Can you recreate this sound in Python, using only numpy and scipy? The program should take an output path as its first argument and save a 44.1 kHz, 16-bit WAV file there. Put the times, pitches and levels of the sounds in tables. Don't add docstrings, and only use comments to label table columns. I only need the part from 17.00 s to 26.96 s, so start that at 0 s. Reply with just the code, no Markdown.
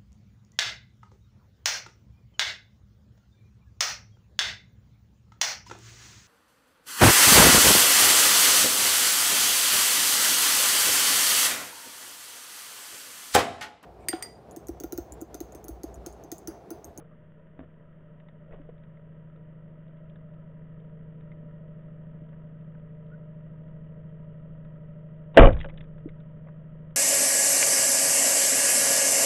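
import sys
import numpy as np
from scipy import signal
from scipy.fft import rfft, irfft
from scipy.io import wavfile
from scipy.ndimage import map_coordinates

SR = 44100
rng = np.random.default_rng(int(sys.argv[2]) if len(sys.argv) > 2 else 0)


def gain_from_db(level_db):
    decades = np.asarray(level_db, float) / 20
    return 10 ** decades


def int16_out(signal):
    q = np.round(np.clip(np.atleast_2d(signal).T, -1, 1) * 32767)
    wavfile.write(sys.argv[1], SR, q.astype(np.int16))


N = 439236
T = np.arange(N) / SR

# [f/Hz, level/dB, t60/s]
BARREL_MODES = [(283.6, -17.5, 0.033), (385, -10, 0.039), (542.8, -0.5, 0.036), (653, -8.5, 0.051),
                (820, -13, 0.018), (1110, -12.5, .025), (1290, -15.5, 0.024), (1570, -18, 0.036),
                (1950, -17.5, .02), (2354, -16.5, .016), (2920, -21, 0.023)]
# [t/s, peak level/dB]
BLOWS = [(8.3668, -22.5), (8.3722, 17), (8.388, 3), (8.3948, 0), (8.4065, -2), (8.416, -5), (8.4236, -5.5),
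         (8.434, -15.5), (8.445, -12), (8.458, -6), (8.472, -10), (8.488, -32), (8.506, -26.5),
         (8.521, -36), (8.644, -49), (8.66, -35.5)]
# [t/s, attack/s, hold/s, level/dB, release/(dB/s)]
RATTLE = [
    (8.33, 0.03, .002, -40, 907),
    (8.369, .004, 0.069, -10, 350),
    (8.5, 0.072, 0.2, -58, 254.5),
]
# [t/s, attack/s, hold/s, level/dB, release/(dB/s)]
RECOIL = [
    (8.385, 0.016, .068, -2, 1302),
    (8.44, .04, 0.025, -21, 89.5),
]
# [t/s, attack/s, hold/s, level/dB, release/(dB/s)]
WASH = [
    (8.372, .03, .06, -11, 302.5),
    (8.5, 0.061, 0.0092, -42.5, 48.5),
]
# [t/s, peak level/dB, f/Hz, brightness/dB, t60/s, body level/dB]
TRIGGER = (8.3445, -54, 1740, 10, .06, 16)
# [t/s, peak level/dB, f/Hz, brightness/dB]
SLAPS = [(8.4884, -24, 1558, -16), (8.5104, -40, 1420, -18.5), (8.5264, -40, 1420, -1.5),
         (8.531, -40.5, 1900, 0), (8.5464, -38.5, 1480, -13), (8.5657, -35, 1760, -9),
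         (8.5844, -42, 1400, -11), (8.5914, -52, 2460, 7), (8.6015, -33, 1950, -2.5),
         (8.6115, -31.5, 1900, -3.5), (8.629, -41.5, 1930, -6), (8.6448, -31, 1520, -10),
         (8.6874, -41, 1966, -8), (8.696, -35, 2180, -9.5), (8.739, -53, 1860, -5),
         (8.7758, -39, 1880, -2.5), (8.8069, -40.5, 1870, -2), (8.8403, -51, 1670, -7),
         (8.981, -52, 1390, -10.5), (9.0892, -43.5, 1910, -9), (9.2015, -51, 1412, -4.5),
         (9.472, -54, 2000, -21), (9.4855, -44, 1510, -17.5), (9.907, -53.5, 1900, -12)]
# [t/s, peak level/dB, f/Hz, brightness/dB]
TICKS = [(0.591, -48, 1510, -13), (0.633, -56, 1490, -17), (1.2005, -48, 1910, -8.5),
         (1.2855, -48, 1850, -8), (1.5238, -47, 1960, -18), (1.5444, -57, 2030, -22),
         (1.6156, -53, 1560, -11), (1.78, -60, 1970, -4), (1.8357, -52.5, 1780, -7),
         (1.9713, -54, 1980, -13), (2.361, -65, 1420, 0), (2.88, -60, 1900, -5), (2.97, -61, 1900, -5),
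         (3.0976, -64, 1740, 4), (3.1577, -49.5, 1690, -8.5), (3.34, -63, 1900, -4), (3.8, -62, 1880, -2),
         (4.208, -54, 1560, -7.5), (4.3171, -47.5, 2020, -13), (5.2894, -61, 1400, -6),
         (5.329, -50.5, 1600, -22), (5.6094, -62, 1930, -4), (5.7498, -52, 1570, -20),
         (5.9044, -64, 1490, -13), (6.0644, -60, 1990, -3), (6.6794, -58, 1890, -9),
         (7.6494, -54, 1580, -10)]
# (t60/s, body level/dB, body lost per dB of brightness/dB)
TICK_RULE, SLAP_RULE = (0.033, -19, 0.46), (0.034, -25.5, 1.26)
# [t/s, peak level/dB, f/Hz, t60/s]
KNOCKS = [(0.023, -46.5, 474, 0.089), (0.116, -63, 231, 0.058), (0.128, -56, 231, 0.039),
          (0.592, -34.5, 273, 0.08), (0.611, -37.5, 263, 0.084), (0.632, -40, 380, 0.026),
          (1.599, -40.5, 287, 0.088), (1.692, -35, 480, 0.044), (2.729, -52, 584, 0.036),
          (4.431, -43, 244, 0.096), (5.219, -40, 292, 0.047), (5.325, -54, 231, 0.06),
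          (5.748, -50, 237, 0.05), (8.643, -56.5, 222, 0.05), (8.65, -34.5, 556, 0.11),
          (9.059, -23, 305, 0.048), (9.078, -34.5, 440.5, 0.035), (9.469, -41, 566, 0.035)]
# [t/s, f/Hz, t60/s, level/dB, direction/sign]
ROCKING = [
    (.598, 74, .35, -47, 1),
    (1.515, 22.5, .9, -41, -1),
    (1.5, 75, .5, -53, 1),
    (8.435, 70, .3, -13, 1),
    (8.5305, 55, .28, -21, 1),
    (9.05, 110, .15, -44, 1),
]
# [t/s, length/s, start f/Hz, end f/Hz, level/dB]
BUBBLES = [
    (6.117, .015, 1410, 1450, -55),
    (6.133, .019, 1450, 1520, -54),
    (.112, .012, 1050, 1300, -62),
    (.128, .011, 1050, 1350, -63),
    (.008, .02, 1500, 1000, -61),
]
# [t/s, attack/s, hold/s, level/dB, release/(dB/s)]
RUBBING = [
    (-.01, 0.0075, .005, -55.5, 240),
    (.03, 0.027, 0.057, -77, 400),
    (.588, .004, .001, -46, 570),
    (.62, 0.017, .001, -54, 600),
    (1.45, 0.083, .001, -50.5, 330),
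    (1.5, 0.061, 0.11, -66, 595),
    (1.68, 0.017, 0.0013, -53, 1100),
    (9.44, 0.035, 0.014, -62, 1003),
]
# [t/s, firing rate f/Hz]
FIRING_RATE = [(0, 157.75), (2, 157.8), (5.4, 157.82), (6.1, 157.6), (7, 157.13), (8, 156.85),
               (8.5, 156.76), (9.96, 156.73)]
# [place in cycle/0-1, level/dB]
BEATS = [(0.0, 0), (0.082, -1.3), (0.171, 1.5), (0.255, 1.5), (0.335, -5.5), (0.41, -3), (0.491, -0.5),
         (0.587, -1), (0.673, 5.5), (0.754, 2.5), (0.831, 0.9), (0.909, 3)]
CLATTER_DB = [0.5, 1.5, -3.5, 3, -0.5, -0.5, 0.5, 1, 0.5, 0, -2.5, 1]
# [t/s, hum level/dB]
APPROACH = [(0, -54.5), (.4, -55.5), (1.9, -49.5), (3.3, -47), (4.5, -45), (7.1, -44), (9.96, -44.5)]
# [multiple of cycle rate, level under the hum/dB]
LOW_ORDERS = [(1, -28), (2, -27.5), (4, -25), (6, -18.5), (7, -24.5), (16, -24), (17, -28.5), (18, -29),
              (20, -26.5)]
# [multiple of cycle rate, level/dB]
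DRONE_ORDERS = [(25, -15.5), (27, -15), (30, -22), (34, -9), (38, -15), (40, -16), (42, -18), (43, -14),
                (45, -6.5), (46, -10), (47, -16), (48, -12)]
# [f/Hz, width/Hz, level/dB]
HULL = [(460, 75, -66), (608, 65, -65), (964.6, 35, -74), (1286, 110, -72.5), (1560, 440, -82),
        (1900, 71, -79), (2280, 90, -90.5), (2790, 300, -88.5)]
# [f/Hz, level per Hz/dB]
SEA_SPECTRUM = [(120, -35.5), (200, -6.5), (300, -17), (513, -16.5), (595, -10.5), (807, -34), (958, -22.5),
                (1110, -28.5), (1300, -26), (1930, -25.5), (2230, -38.5), (3070, -35), (3730, -49.5),
                (4850, -81), (8210, -120)]
# [t/s, level/dB]
SURGE = [(0, -66), (2.4, -62.5), (3.3, -60), (5.2, -56), (6.3, -64.5), (6.6, -53.5), (7.7, -54),
         (8.0, -61.5), (8.9, -49), (9.96, -58.5)]

RECOIL_S = 8.388
REST_HZ, EXTRA_HZ, STIFF_S, SAG_S = 19.0, 21.0, 0.010, 0.060
RISE_DB = 28.5
SOFTENING_DB = 70.5
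FIRST_FIRING = 0.25
DRONE_DB, DRONE_FOLLOWS = -59, 0.6
SEA_DB = -63
RUMBLE_DB, RUMBLE_FOLLOWS = -60, 0.28
CEILING, OFFSET = 0.69, -0.0013
CUT_HZ, CONVERTER_TOP = 4500, 0.72


def rms_one(x):
    return x / np.sqrt(np.mean(x ** 2) + 1e-20)


def in_time(rows):
    s, *columns = np.transpose(rows)
    return [np.interp(T, s, c) for c in columns]


def band(x, low_hz, high_hz):
    edges = [low_hz, min(high_hz, 0.45 * SR)]
    return signal.sosfilt(signal.butter(2, edges, "band", fs=SR, output="sos"), x)


def drift(rate):
    knots = rng.standard_normal(400)
    return map_coordinates(knots, [T * rate % 399], order=3)


def ring(clicks, hz, t60):
    r, w = gain_from_db(-60 / (t60 * SR)), 2 * np.pi * hz / SR
    return signal.lfilter([0, np.sin(w)], [1, -2 * r * np.cos(w), r * r], clicks + 1e-18)


def decaying(hz, t60):
    t = np.arange(int(1.5 * t60 * SR)) / SR
    return np.sin(2 * np.pi * hz * t) * gain_from_db(-60 * t / t60)


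def add(out, s, piece):
    i = int(s * SR)
    out[i:i + len(piece)] += piece[:N - i]


def strokes(rows):
    gain = 0
    for s, attack, hold, db, fall in rows:
        times = np.cumsum([s - 0.001, 0.001, max(attack, 0.001), max(hold, 0.001), 1])
        gain = gain + gain_from_db(np.interp(T, times, [-200, db - RISE_DB, db, db, db - fall]))
    return gain


def barrel():
    out, first, size = np.zeros(N), int(8.3 * SR), SR
    part = slice(first, first + size)
    rattle = strokes(RATTLE)[part]
    since_recoil = np.clip(T[part] - RECOIL_S, 0, 0.15)
    at = [int(s * SR) - first for s, db in BLOWS]
    blow_db = np.array(BLOWS)[:, 1]
    for hz, level_db, t60 in BARREL_MODES:
        octaves = max(np.log2(hz / 700), 0)
        duller = gain_from_db(-SOFTENING_DB * octaves * since_recoil)
        hits = (rng.random(size) < 900 / SR) * rng.standard_normal(size)
        clicks = rattle * duller * hits
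        clicks[at] += gain_from_db(blow_db + rng.normal(0, 3, len(at)))
        out[part] += gain_from_db(level_db) * ring(clicks, hz, t60)
    return out


def recoil():
    alive = T > RECOIL_S
    hz = REST_HZ + EXTRA_HZ * np.exp(-np.maximum(T - RECOIL_S - STIFF_S, 0) / SAG_S)
    cycles = np.cumsum(hz * alive) / SR - 0.3
    return alive * strokes(RECOIL) * np.sin(2 * np.pi * cycles)


def wash():
    return strokes(WASH) * rms_one(band(rng.standard_normal(N), 41, 150))


def contact_rows(rows, rule):
    t60, body_db, loss = rule
    return [(s, db, hz, bright_db, t60, body_db - loss * bright_db) for s, db, hz, bright_db in rows]


def light_contacts():
    out = np.zeros(N)
    rows = [TRIGGER] + contact_rows(SLAPS, SLAP_RULE) + contact_rows(TICKS, TICK_RULE)
    for s, db, hz, bright_db, t60, body_db in rows:
        white = rng.standard_normal(4000)
        fade = gain_from_db(-60 * np.arange(white.size) / SR / t60)
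        spray = 0.59 * rms_one(ring(white, hz, 0.0097))
        spray += gain_from_db(bright_db + 3.0) * rms_one(band(white, 2300, 8500))
        spray += gain_from_db(body_db - 3.5) * rms_one(band(white, 700, 1200))
        add(out, s, gain_from_db(db - 0.5) * spray * fade)
    return out


def knocks():
    out = np.zeros(N)
    for s, db, hz, t60 in KNOCKS:
        knock = decaying(hz, t60)
        onset = np.minimum(np.arange(len(knock)) * hz / SR, 1)
        add(out, s - 0.002, gain_from_db(db + 0.5) * knock * onset)
    return out


def rocking():
    out = np.zeros(N)
    for s, hz, t60, db, direction in ROCKING:
        add(out, s, direction * gain_from_db(db) * decaying(hz, t60))
    return out


def rubbing():
    slips = (rng.random(N) < 700 / SR) * rng.standard_normal(N)
    wall = 0.39 * rms_one(band(slips, 300, 1270)) + rms_one(ring(slips, 618, 0.025))
    return strokes(RUBBING) * wall


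def bubbles():
    out = np.zeros(N)
    for s, length, start_hz, end_hz, db in BUBBLES:
        glide = np.linspace(start_hz, end_hz, int(length * SR))
        chirp = np.sin(2 * np.pi * np.cumsum(glide) / SR)
        add(out, s, gain_from_db(db) * chirp * signal.windows.tukey(len(glide), 0.4))
    return out


def order_lines(orders, cycle, wander_db, rate):
    lines = 0
    for k, db in orders:
        line = np.cos(2 * np.pi * (k * cycle + rng.random()))
        lines = lines + gain_from_db(db + wander_db * drift(rate)) * line
    return lines


def engine():
    firing_hz, = in_time(FIRING_RATE)
    cycle = (FIRST_FIRING + np.cumsum(firing_hz) / SR) / 12
    hum_db, = in_time(APPROACH)
    drone_db = DRONE_DB + DRONE_FOLLOWS * (hum_db - hum_db.max())

    place, strength_db = np.transpose(BEATS)
    beat = np.interp(cycle % 1, np.append(place, 1), np.arange(13))
    strength = gain_from_db(np.interp(cycle, place, strength_db, period=1) + 0.38 * drift(19))
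    hum = band(strength * np.cos(2 * np.pi * beat), 97, 210)
    hum += order_lines(LOW_ORDERS, cycle, 1.2, 2.7)

    drone = order_lines(DRONE_ORDERS, cycle, 2.8, 2.1)
    drone *= gain_from_db(np.cos(2 * np.pi * (cycle - 0.95)))

    gate = gain_from_db(2.6 * np.interp(cycle, place, CLATTER_DB, period=1))
    gated = gate * rng.standard_normal((2, N))
    clatter = np.zeros(N)
    for k, (hz, width, db) in enumerate(HULL):
        clatter += gain_from_db(db) * rms_one(ring(gated[k % 2], hz, 2.6 / width))
    tones = np.sqrt(2) * (gain_from_db(hum_db) * hum + gain_from_db(drone_db) * drone)
    return tones + gain_from_db(0.5 * (drone_db + 58.0)) * clatter


def reef():
    crackle = (rng.random(N) < 60 / SR) * rng.exponential(6, N) * rng.choice([-1, 1], N)
    hz = np.maximum(np.fft.rfftfreq(N, 1 / SR), 1)
    spectrum_hz, spectrum_db = np.transpose(SEA_SPECTRUM)
    colour = gain_from_db(np.interp(np.log(hz), np.log(spectrum_hz), spectrum_db))
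    hiss = irfft(rfft(rng.standard_normal(N) + crackle) * colour, N)
    return gain_from_db(SEA_DB) * rms_one(hiss)


def surge():
    swell_db, = in_time(SURGE)
    rumble_db = RUMBLE_DB + RUMBLE_FOLLOWS * (swell_db - swell_db.mean())
    swell = rms_one(band(band(rng.standard_normal(N), 16, 24), 13, 39))
    rumble = rms_one(band(rng.standard_normal(N), 50, 190))
    return gain_from_db(swell_db - 0.5) * swell + gain_from_db(rumble_db) * rumble


def scene():
    shot = barrel() + recoil() + wash()
    handling = light_contacts() + knocks() + rocking() + rubbing()
    water = bubbles() + engine() + reef() + surge()
    return (shot + handling + water)[None]


def low_pass(x):
    return signal.sosfilt(signal.butter(12, 16000, fs=SR, output="sos"), x)


def record(dry):
    clipped = CEILING * dry / (CEILING ** 6 + np.abs(dry) ** 6) ** (1 / 6)
    low = signal.sosfiltfilt(signal.cheby2(8, 40, CUT_HZ, fs=SR, output="sos"), clipped)
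    top = CONVERTER_TOP * low / (CONVERTER_TOP ** 40 + np.abs(low) ** 40) ** (1 / 40)
    noise_floor = gain_from_db(-99) * rng.standard_normal(N)
    return low_pass(top + OFFSET + noise_floor)


dry = scene()
out = record(dry)
int16_out(out)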